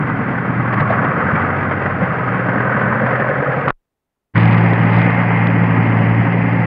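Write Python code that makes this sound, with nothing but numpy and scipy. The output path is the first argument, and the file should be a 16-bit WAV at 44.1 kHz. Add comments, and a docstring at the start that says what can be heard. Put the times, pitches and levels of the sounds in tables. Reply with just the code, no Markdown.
"""Tractor driving a log splitter

A four-cylinder diesel tractor is heard outdoors in two scenes, with a near-silent gap between them.
First it runs at a wandering speed: the exhaust chugs and each firing makes the metal clatter.
Then it runs faster and drones, while a steel screw cone bites into a stump and the wood crackles.
A small microphone makes it all sound dull."""
import sys
import numpy as np
from scipy import signal
from scipy.fft import rfft, irfft
from scipy.io import wavfile
from scipy.ndimage import uniform_filter1d, minimum_filter1d

SR = 44100
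rng = np.random.default_rng(int(sys.argv[2]) if len(sys.argv) > 2 else 0)


def inscribe(sig):
    """Save sig as 16-bit PCM at rate SR to the path in sys.argv[1].

    A 1-D sig is mono; a 2-D sig holds one channel per row.
    Samples are clipped to [-1, 1] before scaling.
    """
    pcm = np.round(np.clip(np.atleast_2d(sig).T, -1, 1) * 32767)
    wavfile.write(sys.argv[1], SR, pcm.astype(np.int16))


N = 293706
TIME = np.arange(N) / SR
BIN_HZ = np.fft.rfftfreq(N, 1 / SR)

# Engine speed; one cycle is two crank turns and four firings: time_s, cycles_per_s
SLOW_SPEED = [(0.0, 10.9), (0.25, 10.6), (0.55, 9.95), (0.85, 10.05), (1.38, 11.88), (1.8, 11.92),
              (2.45, 10.6), (3.1, 11.1), (3.7, 10.75)]
FAST_SPEED = [(4.37, 14.17), (4.75, 14.33), (4.93, 14.11), (5.15, 14.58), (5.35, 14.28), (5.65, 14.26),
              (5.92, 14.05), (6.4, 14.52), (6.65, 14.37)]


def slow_engine():
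    """At low speed the diesel knock stands out over an unevenly chugging exhaust."""
    # Weaker exhaust tones, most from unequal cylinders: multiple_of_cycle_rate, level_db
    weak_tones = [(9, -42), (10, -34.5), (11, -28), (13, -34.5), (14, -35), (15, -31.5), (16, -38),
                  (17, -30), (19, -32.5), (20, -33.5), (23, -38), (26, -36.5)]
    # Loudness of the clatter at the moving microphone: time_s, level_db
    clatter_levels = [(0, -5.5), (.5, -4.5), (.95, 1.5), (1.25, 3), (1.65, -0.5), (2.35, -0.5), (2.75, 0),
                      (3.2, 0), (3.55, 0.5)]
    # Body panels, diesel knock and light rattle: level_db, drift_db_per_s, share_of_clatter_level
    parts = [(-24, .5, 0.42), (-23, -0.67, 0.44), (-28.5, 0.07, 0.36)]
    # Tone colour of the clatter: pitch_hz, level_db
    spectrum = [(200, -11.5), (370, -0.5), (520, -1.5), (700, 0.5), (900, -0.5), (1200, 1), (1600, 1.5),
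                (2150, -7), (2600, -19), (3200, -29), (3900, -44.5), (5000, -46.5), (5300, -51),
                (5600, -60), (10000, -71.5)]
    # Ringing of the engine block and panels: pitch_hz, width_hz, boost_db
    panels = [(540, 220, -0.5), (1063, 86, 3.5), (1320, 47, 0.5), (1450, 32, 3)]
    speed, clatter_db = curve(SLOW_SPEED), curve(clatter_levels)
    cycles, fuel_db = np.cumsum(speed) / SR, fuel(speed)
    middle_s = 1.85
    rumble_db = -25 - (TIME - middle_s) + 0.8 * fuel_db  # slowly fades as the microphone moves
    parts_db = part_levels(parts, middle_s, clatter_db)
    bursts = firings(cycles, decay=1.0, scatter_db=6.5, cylinder_db=[0.00077, 0.11, 0.79, -0.86])
    puffs = firings(cycles, decay=0.34, scatter_db=-0.5, cylinder_db=[-8.0, -7.0, -2.5, -3.5])
    chug = amp(2.3 * np.cos(2 * np.pi * cycles - 1.3) + 0.8 * wander(18))  # one uneven swell a cycle
    tones = amp(fuel_db - 2.55) * exhaust(speed, weak_tones, waver=0.63, shimmer=0.079)
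    metal = amp(-2) * clatter(bursts, parts_db, spectrum, panels, steady=1.1, flicker_db=0.4)
    loose = amp(1.3 * clatter_db) * rattle(cycles)
    return chug * (tones + rumble(puffs, rumble_db, steady=0.98)) + metal + loose


def fast_engine():
    """At working speed the exhaust drones with the load and the knock blurs into a roar."""
    # Weaker exhaust tones, most from unequal cylinders: multiple_of_cycle_rate, level_db
    weak_tones = [(9, -40), (10, -35), (11, -35), (13, -39.5), (15, -31.5), (16, -33), (17, -37),
                  (19, -32.5), (20, -34), (21, -42.5), (24, -41), (26, -42)]
    # Load on the engine as the cone bites: time_s, exhaust_boost_db
    load = [(4.45, 4), (4.75, -0.5), (4.98, 2), (5.17, -2), (5.5, -0.5), (6.1, 0), (6.65, -2.5)]
    # Body panels, diesel knock and light rattle: level_db, drift_db_per_s, share_of_load
    parts = [(-24, -1.5, 0.12), (-25.5, -1.9, .05), (-26, -1.5, .05)]
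    # Tone colour of the clatter: pitch_hz, level_db
    spectrum = [(200, -11), (370, 6), (500, 10), (700, 11.5), (900, 14.5), (1200, 14), (1700, 3.5),
                (2150, -4.5), (2600, -9.5), (3200, -19.5), (3900, -48.5), (5000, -35), (5350, -41.5),
                (5700, -56), (10000, -83.5)]
    # Ringing of the engine block and panels: pitch_hz, width_hz, boost_db
    panels = [(454, 140, 5.6), (864, 56, 2.9), (1162, 11, 1.3), (1536, 79, 4.5), (1947, 730, 5.2)]
    speed, load_db = curve(FAST_SPEED), curve(load)
    cycles = np.cumsum(speed) / SR
    parts_db = part_levels(parts, middle_s=5.5, control_db=load_db)
    bursts = firings(cycles, decay=0.7, scatter_db=2, cylinder_db=[1.5, -0.88, -1.8, 1.8])
    puffs = firings(cycles, decay=0.38, scatter_db=3)
    tones = amp(-0.23) * exhaust(speed, weak_tones, waver=0.45, shimmer=0.08, load_db=load_db)
    metal = amp(-1.5) * clatter(bursts, parts_db, spectrum, panels, steady=2.4, flicker_db=1.04)
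    frame_shudder = amp(-46) * ringing(hz=55, width_hz=40)
    return tones + rumble(puffs, load_db - 22, steady=0.33) + metal + frame_shudder


def firings(cycles, decay, scatter_db, cylinder_db=(0,)):
    """Four bursts a cycle, each of its own strength; decay is a share of the time between them."""
    stroke, age = np.divmod(4 * cycles, 1)
    stroke = stroke.astype(int)
    luck = rng.uniform(-1, 1, size=1000)[stroke]
    strength_db = np.take(cylinder_db, stroke, mode="wrap") + scatter_db * luck
    return unit_level(amp(strength_db) * np.exp(-age / decay) * (1 - np.exp(-age / 0.076)))


def exhaust(speed, weak_tones, waver, shimmer, load_db=0):
    """Tones at two and three times the firing rate lock into pulses, among weaker wavering ones."""
    # How well the exhaust pipe passes each pitch: pitch_hz, level_db
    pipe = [(80, -52.5), (87, -44.5), (92, -27), (97, -24), (114, -15), (122, -22), (130, -26.5),
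            (142, -29), (171, -18)]
    pipe_hz, pipe_db = np.transpose(pipe)
    angle = 2 * np.pi * np.cumsum(speed) / SR
    out = np.zeros(N)
    for multiple, wobble_db in ((8, 0.8), (12, 1.2)):
        level_db = np.interp(multiple * speed, pipe_hz, pipe_db) + load_db
        out += amp(level_db + wobble_db * wander(14)) * np.cos(multiple * angle)
    out *= 1 + shimmer * wander(53)
    for multiple, db in weak_tones:
        phase = 2 * np.pi * rng.random() * (multiple % 4 != 0)  # every fourth lines up with the firings
        out += amp(db) * (1 + waver * wander(2.1)) * np.cos(multiple * angle + phase)
    return np.sqrt(2) * out


def fuel(speed, lead_s=0.095, db_per_acceleration=0.5):
    """Exhaust boost in dB: the engine gets more fuel just before it speeds up, less as it coasts."""
    acceleration = uniform_filter1d(np.gradient(speed) * SR, size=SR // 3)
    return db_per_acceleration * np.interp(TIME + lead_s, TIME, acceleration)


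def rumble(puffs, level_db, steady):
    """Swirling gas leaves the pipe in puffs."""
    # Tone colour of the gas: pitch_hz, level_db
    spectrum = [(20, -43), (45, -18), (75, -10.5), (100, -12.5), (130, 0), (210, 0.5), (290, -1.5),
                (360, -9.5), (480, -16.5), (900, -79.5)]
    return amp(level_db) * shaped(rng.standard_normal(N) * (steady + puffs), colour(spectrum))


def clatter(bursts, parts_db, spectrum, panels, steady, flicker_db):
    """Diesel knock and a dense patter of gears and valves shake the engine block and its panels."""
    # Where the range of each of the three parts begins: pitch_hz
    edges = [350, 850, 1800]
    blows = block_ring(rng.standard_normal(N) * np.sqrt(steady ** 2 + bursts ** 2))
    panel_db = sum(db / (1 + (2 * (BIN_HZ - hz) / width) ** 2) for hz, width, db in panels)
    body = colour(spectrum) * amp(panel_db)
    above_edge = [1 / (1 + (edge / (BIN_HZ + 1)) ** 14) for edge in edges] + [0]
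    bands = [np.abs(low - high) for low, high in zip(above_edge, above_edge[1:])]
    return sum(amp(db + flicker_db * wander(51)) * shaped(blows, body * band)
               for db, band in zip(parts_db, bands))


def block_ring(blows, decay_s=0.012, share=0.22):
    """Each blow rings on briefly at the many pitches of the cast metal block."""
    t = TIME[:SR // 12]
    tail = rng.standard_normal(len(t)) * np.exp(-t / decay_s)
    return blows + share * signal.oaconvolve(blows, tail / np.linalg.norm(tail))[:N]


def part_levels(parts, middle_s, control_db):
    """Each part follows a share of one loudness curve, and drifts as the microphone moves."""
    return [db + drift * (TIME - middle_s) + share * control_db for db, drift, share in parts]


def rattle(cycles, decay_s=0.012, slack_turns=0.45, spread_db=4.5, detune=0.025):
    """Each loose piece is struck once a crank turn, never with quite the same timing, force or pitch."""
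    # Loose panels and linkages: pitch_hz, level_db
    pieces = [(520, -22.5), (630, -26), (1120, -25.5), (1260, -18), (1410, -22.5), (1535, -20.5),
              (1700, -25.5), (1890, -28)]
    out, t, turns = np.zeros(N), TIME[:SR // 12], 2 * cycles
    luck = rng.uniform(-1, 1, (240, len(pieces), 4))
    envelope = np.exp(-t / decay_s) * (1 - np.exp(-t / 0.00081)) ** 2
    for turn in range(int(turns[-1])):
        for (hz, db), (late, force, pitch, phase) in zip(pieces, luck[turn]):
            start_s = np.interp(turn + 0.5 + slack_turns * late, turns, TIME)
            ring = np.sin(2 * np.pi * hz * (1 + detune * pitch) * t + np.pi * phase)
            add(out, start_s, amp(db + spread_db * force) * envelope * ring)
    return out


def panel_swells():
    """The firings hammer single panels; each ring grows and fades as the microphone moves."""
    # Swells of diesel knock: middle_s, half_length_s, pitch_hz, width_hz, level_db
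    swells = [(0.92, 0.34, 1135, 95, -26.5), (1.2, 0.3, 1280, 131.7, -27.5), (1.35, 0.4, 1520, 140, -34),
              (2.88, 0.37, 1142, 260, -25), (2.85, 0.4, 1540, 109.5, -27), (3.0, 0.48, 1740, 220, -27.5),
              (3.2, 0.67, 545, 75, -25)]
    out, cycles = np.zeros(N), np.cumsum(curve(SLOW_SPEED)) / SR
    for middle_s, half_length_s, hz, width_hz, db in swells:
        force = 0.35 + firings(cycles, decay=0.4, scatter_db=2)
        envelope = np.exp(-((TIME - middle_s) / half_length_s) ** 2)
        out += amp(db) * envelope * shaken(force, hz, width_hz)
    return out


def cone():
    """The steel screw, geared to the engine, keeps ringing as it catches and slips in the wood."""
    # Ringing of the cone: pitch_hz, width_hz, level_db
    rings = [(1605, 100, -38), (1892, 140, -35.5), (2089, 72, -31.5), (2450, 300, -40)]
    # How hard the cone rubs: time_s, level_db
    rubbing = [(4.4, -3), (4.8, -5), (5.05, 4), (5.45, -0.5), (5.75, -5.5), (6.2, -5), (6.65, -2.5)]
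    cycles = np.cumsum(curve(FAST_SPEED)) / SR
    pressure = 1 + firings(cycles, decay=0.8, scatter_db=4)
    grind = sum(amp(db) * shaken(pressure, hz, width_hz) for hz, width_hz, db in rings)
    return amp(curve(rubbing)) * grind


def tearing(fibres_per_s=1100, rise_s=0.04, grind_from_s=4.3):
    """Wood fibres tear with tiny clicks, in surges and in a faint steady grinding."""
    # Surges of tearing: peak_s, level_db, decay_s
    bites = [(0.81, -48.5, 0.02), (0.908, -47.5, 0.025), (4.349, -32, 0.17), (4.96, -40.5, 0.11)]
    clicks = rng.exponential(1, N) * (rng.random(N) < fibres_per_s / SR)
    surges = sum(amp(db) * np.exp(-np.maximum((peak_s - TIME) / rise_s, (TIME - peak_s) / decay_s))
                 for peak_s, db, decay_s in bites)
    grinding = amp(-48) * (TIME > grind_from_s)
    return (surges + grinding) * unit_level(clicks)


def snaps(boost_db=8, tick=1.5 * np.pi):
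    """Dry cracks, each a sharp tick and a short splintering, over the crackle of tearing fibres."""
    # Sharp snaps and rattles: start_s, relative_level_db, decay_s
    cracks = [(0.740, -37, .004), (0.799, -39.5, 0.0037), (0.805, -35, .006), (0.895, -43.5, 0.0054),
              (0.902, -38, .009), (3.6823, -30.5, 0.0049), (3.692, -37, .004), (3.7038, -28.5, .004),
              (4.3578, -33, .006), (4.406, -45, 0.00091), (4.4228, -36, 0.0022), (4.4382, -33, .001),
              (4.458, -31, .001), (4.513, -31, .001), (4.53, -34.5, .001), (4.547, -33, .003),
              (4.5818, -26.5, 0.00087), (4.612, -36, 0.0017), (4.663, -39, 0.0015), (4.7352, -32, .001),
              (4.931, -33.5, 0.0056), (4.9658, -36, 0.0013), (4.988, -31.5, 0.0016), (5.018, -30, .0015),
              (5.4714, -27.5, 0.0016)]
    out, t = tearing(), TIME[:SR // 20]
    for start_s, db, decay_s in cracks:
        crack = 0.58 * np.exp(-t / decay_s) * rng.standard_normal(len(t))
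        crack[0] += tick
        add(out, start_s, amp(db + boost_db) * crack)
    tone = colour([(200, -6.5), (900, 13), (2200, 15.5), (3100, 7.5),
                   (4000, -3), (5100, -12), (5700, -30), (9000, -48)])
    return irfft(rfft(out) * tone, N)


def knocks(decay_s_at_1khz=0.0094, rise_periods=0.78, clear_width_hz=530):
    """Each blow rings at one pitch; low rings start and die more slowly, wide ones are noisy."""
    # Dull knocks and clanks of the machine and the wood: start_s, level_db, pitch_hz, width_hz
    blows = [(0.805, -4.5, 146, 60), (0.822, -12.5, 1130, 200), (0.897, -14.5, 529, 250),
             (0.902, -7.5, 644, 220), (1.331, -11, 168.6, 79.4), (1.375, -11.5, 1260, 900),
             (2.015, -13, 547, 162), (2.017, -10, 180, 80.6), (3.105, -15.5, 547, 110),
             (3.287, -15.5, 552, 110), (3.478, -13, 529, 110), (3.678, -8, 1100, 690),
             (3.702, -7, 1109, 893), (4.355, -8.5, 1560, 1010), (4.798, -4.5, 161, 48.3),
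             (4.986, -20.5, 2110, 302), (5.07, -21, 505, 248), (5.305, -12, 1000, 786),
             (6.338, -15.5, 420, 300)]
    out, t = np.zeros(N), TIME[:SR // 5]
    for start_s, db, hz, width_hz in blows:
        decay_s = decay_s_at_1khz * (hz / 1000) ** -0.33
        envelope = np.exp(-t / decay_s) * (1 - np.exp(-t * hz / rise_periods)) ** 2
        tone_share = np.exp(-(width_hz / clear_width_hz) ** 2)
        tone = np.sqrt(2 * tone_share) * np.sin(2 * np.pi * hz * t)
        noise = np.sqrt(1 - tone_share) * ringing(hz, width_hz)[:len(t)]
        add(out, start_s, amp(db) * envelope * (tone + noise))
    return out


def thump():
    """One slow swing that dies away as the first scene stops."""
    # A soft, low thump: start_s, level_db, pitch_hz, decay_s
    start_s, db, hz, decay_s = (3.708, -26, 20, 0.02)
    age = np.maximum(TIME - start_s, 0)
    return amp(db) * np.sin(2 * np.pi * hz * age) * np.exp(-age / decay_s)


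def background():
    """A very faint, dull noise that fills the gap."""
    tone = colour([(30, 0.5), (400, -4.5), (1000, -10.5), (5000, -26.5)])
    return amp(-79) * shaped(rng.standard_normal(N), tone)


def ringing(hz, width_hz):
    """Steady noise that rings around one pitch."""
    return shaped(rng.standard_normal(N), 1 / (1 + ((BIN_HZ - hz) / width_hz) ** 2) ** 3)


def shaken(force, hz, width_hz):
    """Noise that pulses with a force and rings around one pitch."""
    return shaped(rng.standard_normal(N) * force, 1 / (1 + 1j * (BIN_HZ - hz) / width_hz) ** 3)


def wander(rate_hz):
    """A smooth random wobble, up to about the given rate."""
    return shaped(rng.standard_normal(N), np.exp(-(BIN_HZ / rate_hz) ** 2))


def shaped(x, gain):
    """Filters a sound with one gain per frequency, then sets its level to 1."""
    return unit_level(irfft(rfft(x) * gain, N))


def colour(points):
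    """A gain for every frequency, from rows of pitch_hz, level_db."""
    hz, db = np.transpose(points)
    return amp(np.interp(np.log(BIN_HZ + 1), np.log(hz), db))


def curve(points):
    """Joins rows of time_s, value with straight lines."""
    return np.interp(TIME, *np.transpose(points))


def unit_level(x):
    """Scales a signal to an average (rms) level of 1."""
    return x / np.sqrt(np.mean(x ** 2) + 1e-20)


def amp(db):
    """Turns decibels into a gain."""
    return 10 ** (np.asarray(db) / 20)


def add(mix, start_s, sound):
    """Mixes a sound in at its start time."""
    part = mix[max(round(start_s * SR), 0):][:len(sound)]
    part += sound[:len(part)]


def scene():
    """The slow scene, a gap, then the fast scene with the cone at work, in mono."""
    # Quick fades that end the slow scene, and start and end the fast one: time_s, gain
    slow_fade = [(0, 1), (3.706, 1), (3.709, .08), (3.72, .02), (3.735, 0)]
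    fast_fade = [(4.337, 0), (4.348, .1), (4.367, 1), (6.654, 1), (6.66, 0)]
    details = panel_swells() + snaps() + knocks()
    faint_noise = background()
    slow = curve(slow_fade) * (slow_engine() + details)
    fast = curve(fast_fade) * (fast_engine() + cone() + details)
    return (slow + fast + thump() + faint_noise)[None]


def record(dry, ceiling=0.86, whine_hz=8000, cutoff_hz=15700):
    """The recorder eases peaks down, adds a faint whine that follows the bass and cuts the top treble."""
    safe_gain = np.minimum(1, ceiling / (np.abs(dry) + 1e-9))
    held_gain = minimum_filter1d(safe_gain, size=601)
    limited = dry * uniform_filter1d(uniform_filter1d(held_gain, size=301), size=301)
    bass = irfft(rfft(limited) * (BIN_HZ < 350), N)
    whine = amp(-63) * bass * np.cos(2 * np.pi * whine_hz * TIME)
    low_pass = signal.firwin(511, cutoff_hz, window=("kaiser", 9), fs=SR)
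    return signal.oaconvolve(limited + whine, low_pass[None], "same")


dry = scene()
out = record(dry)
inscribe(out)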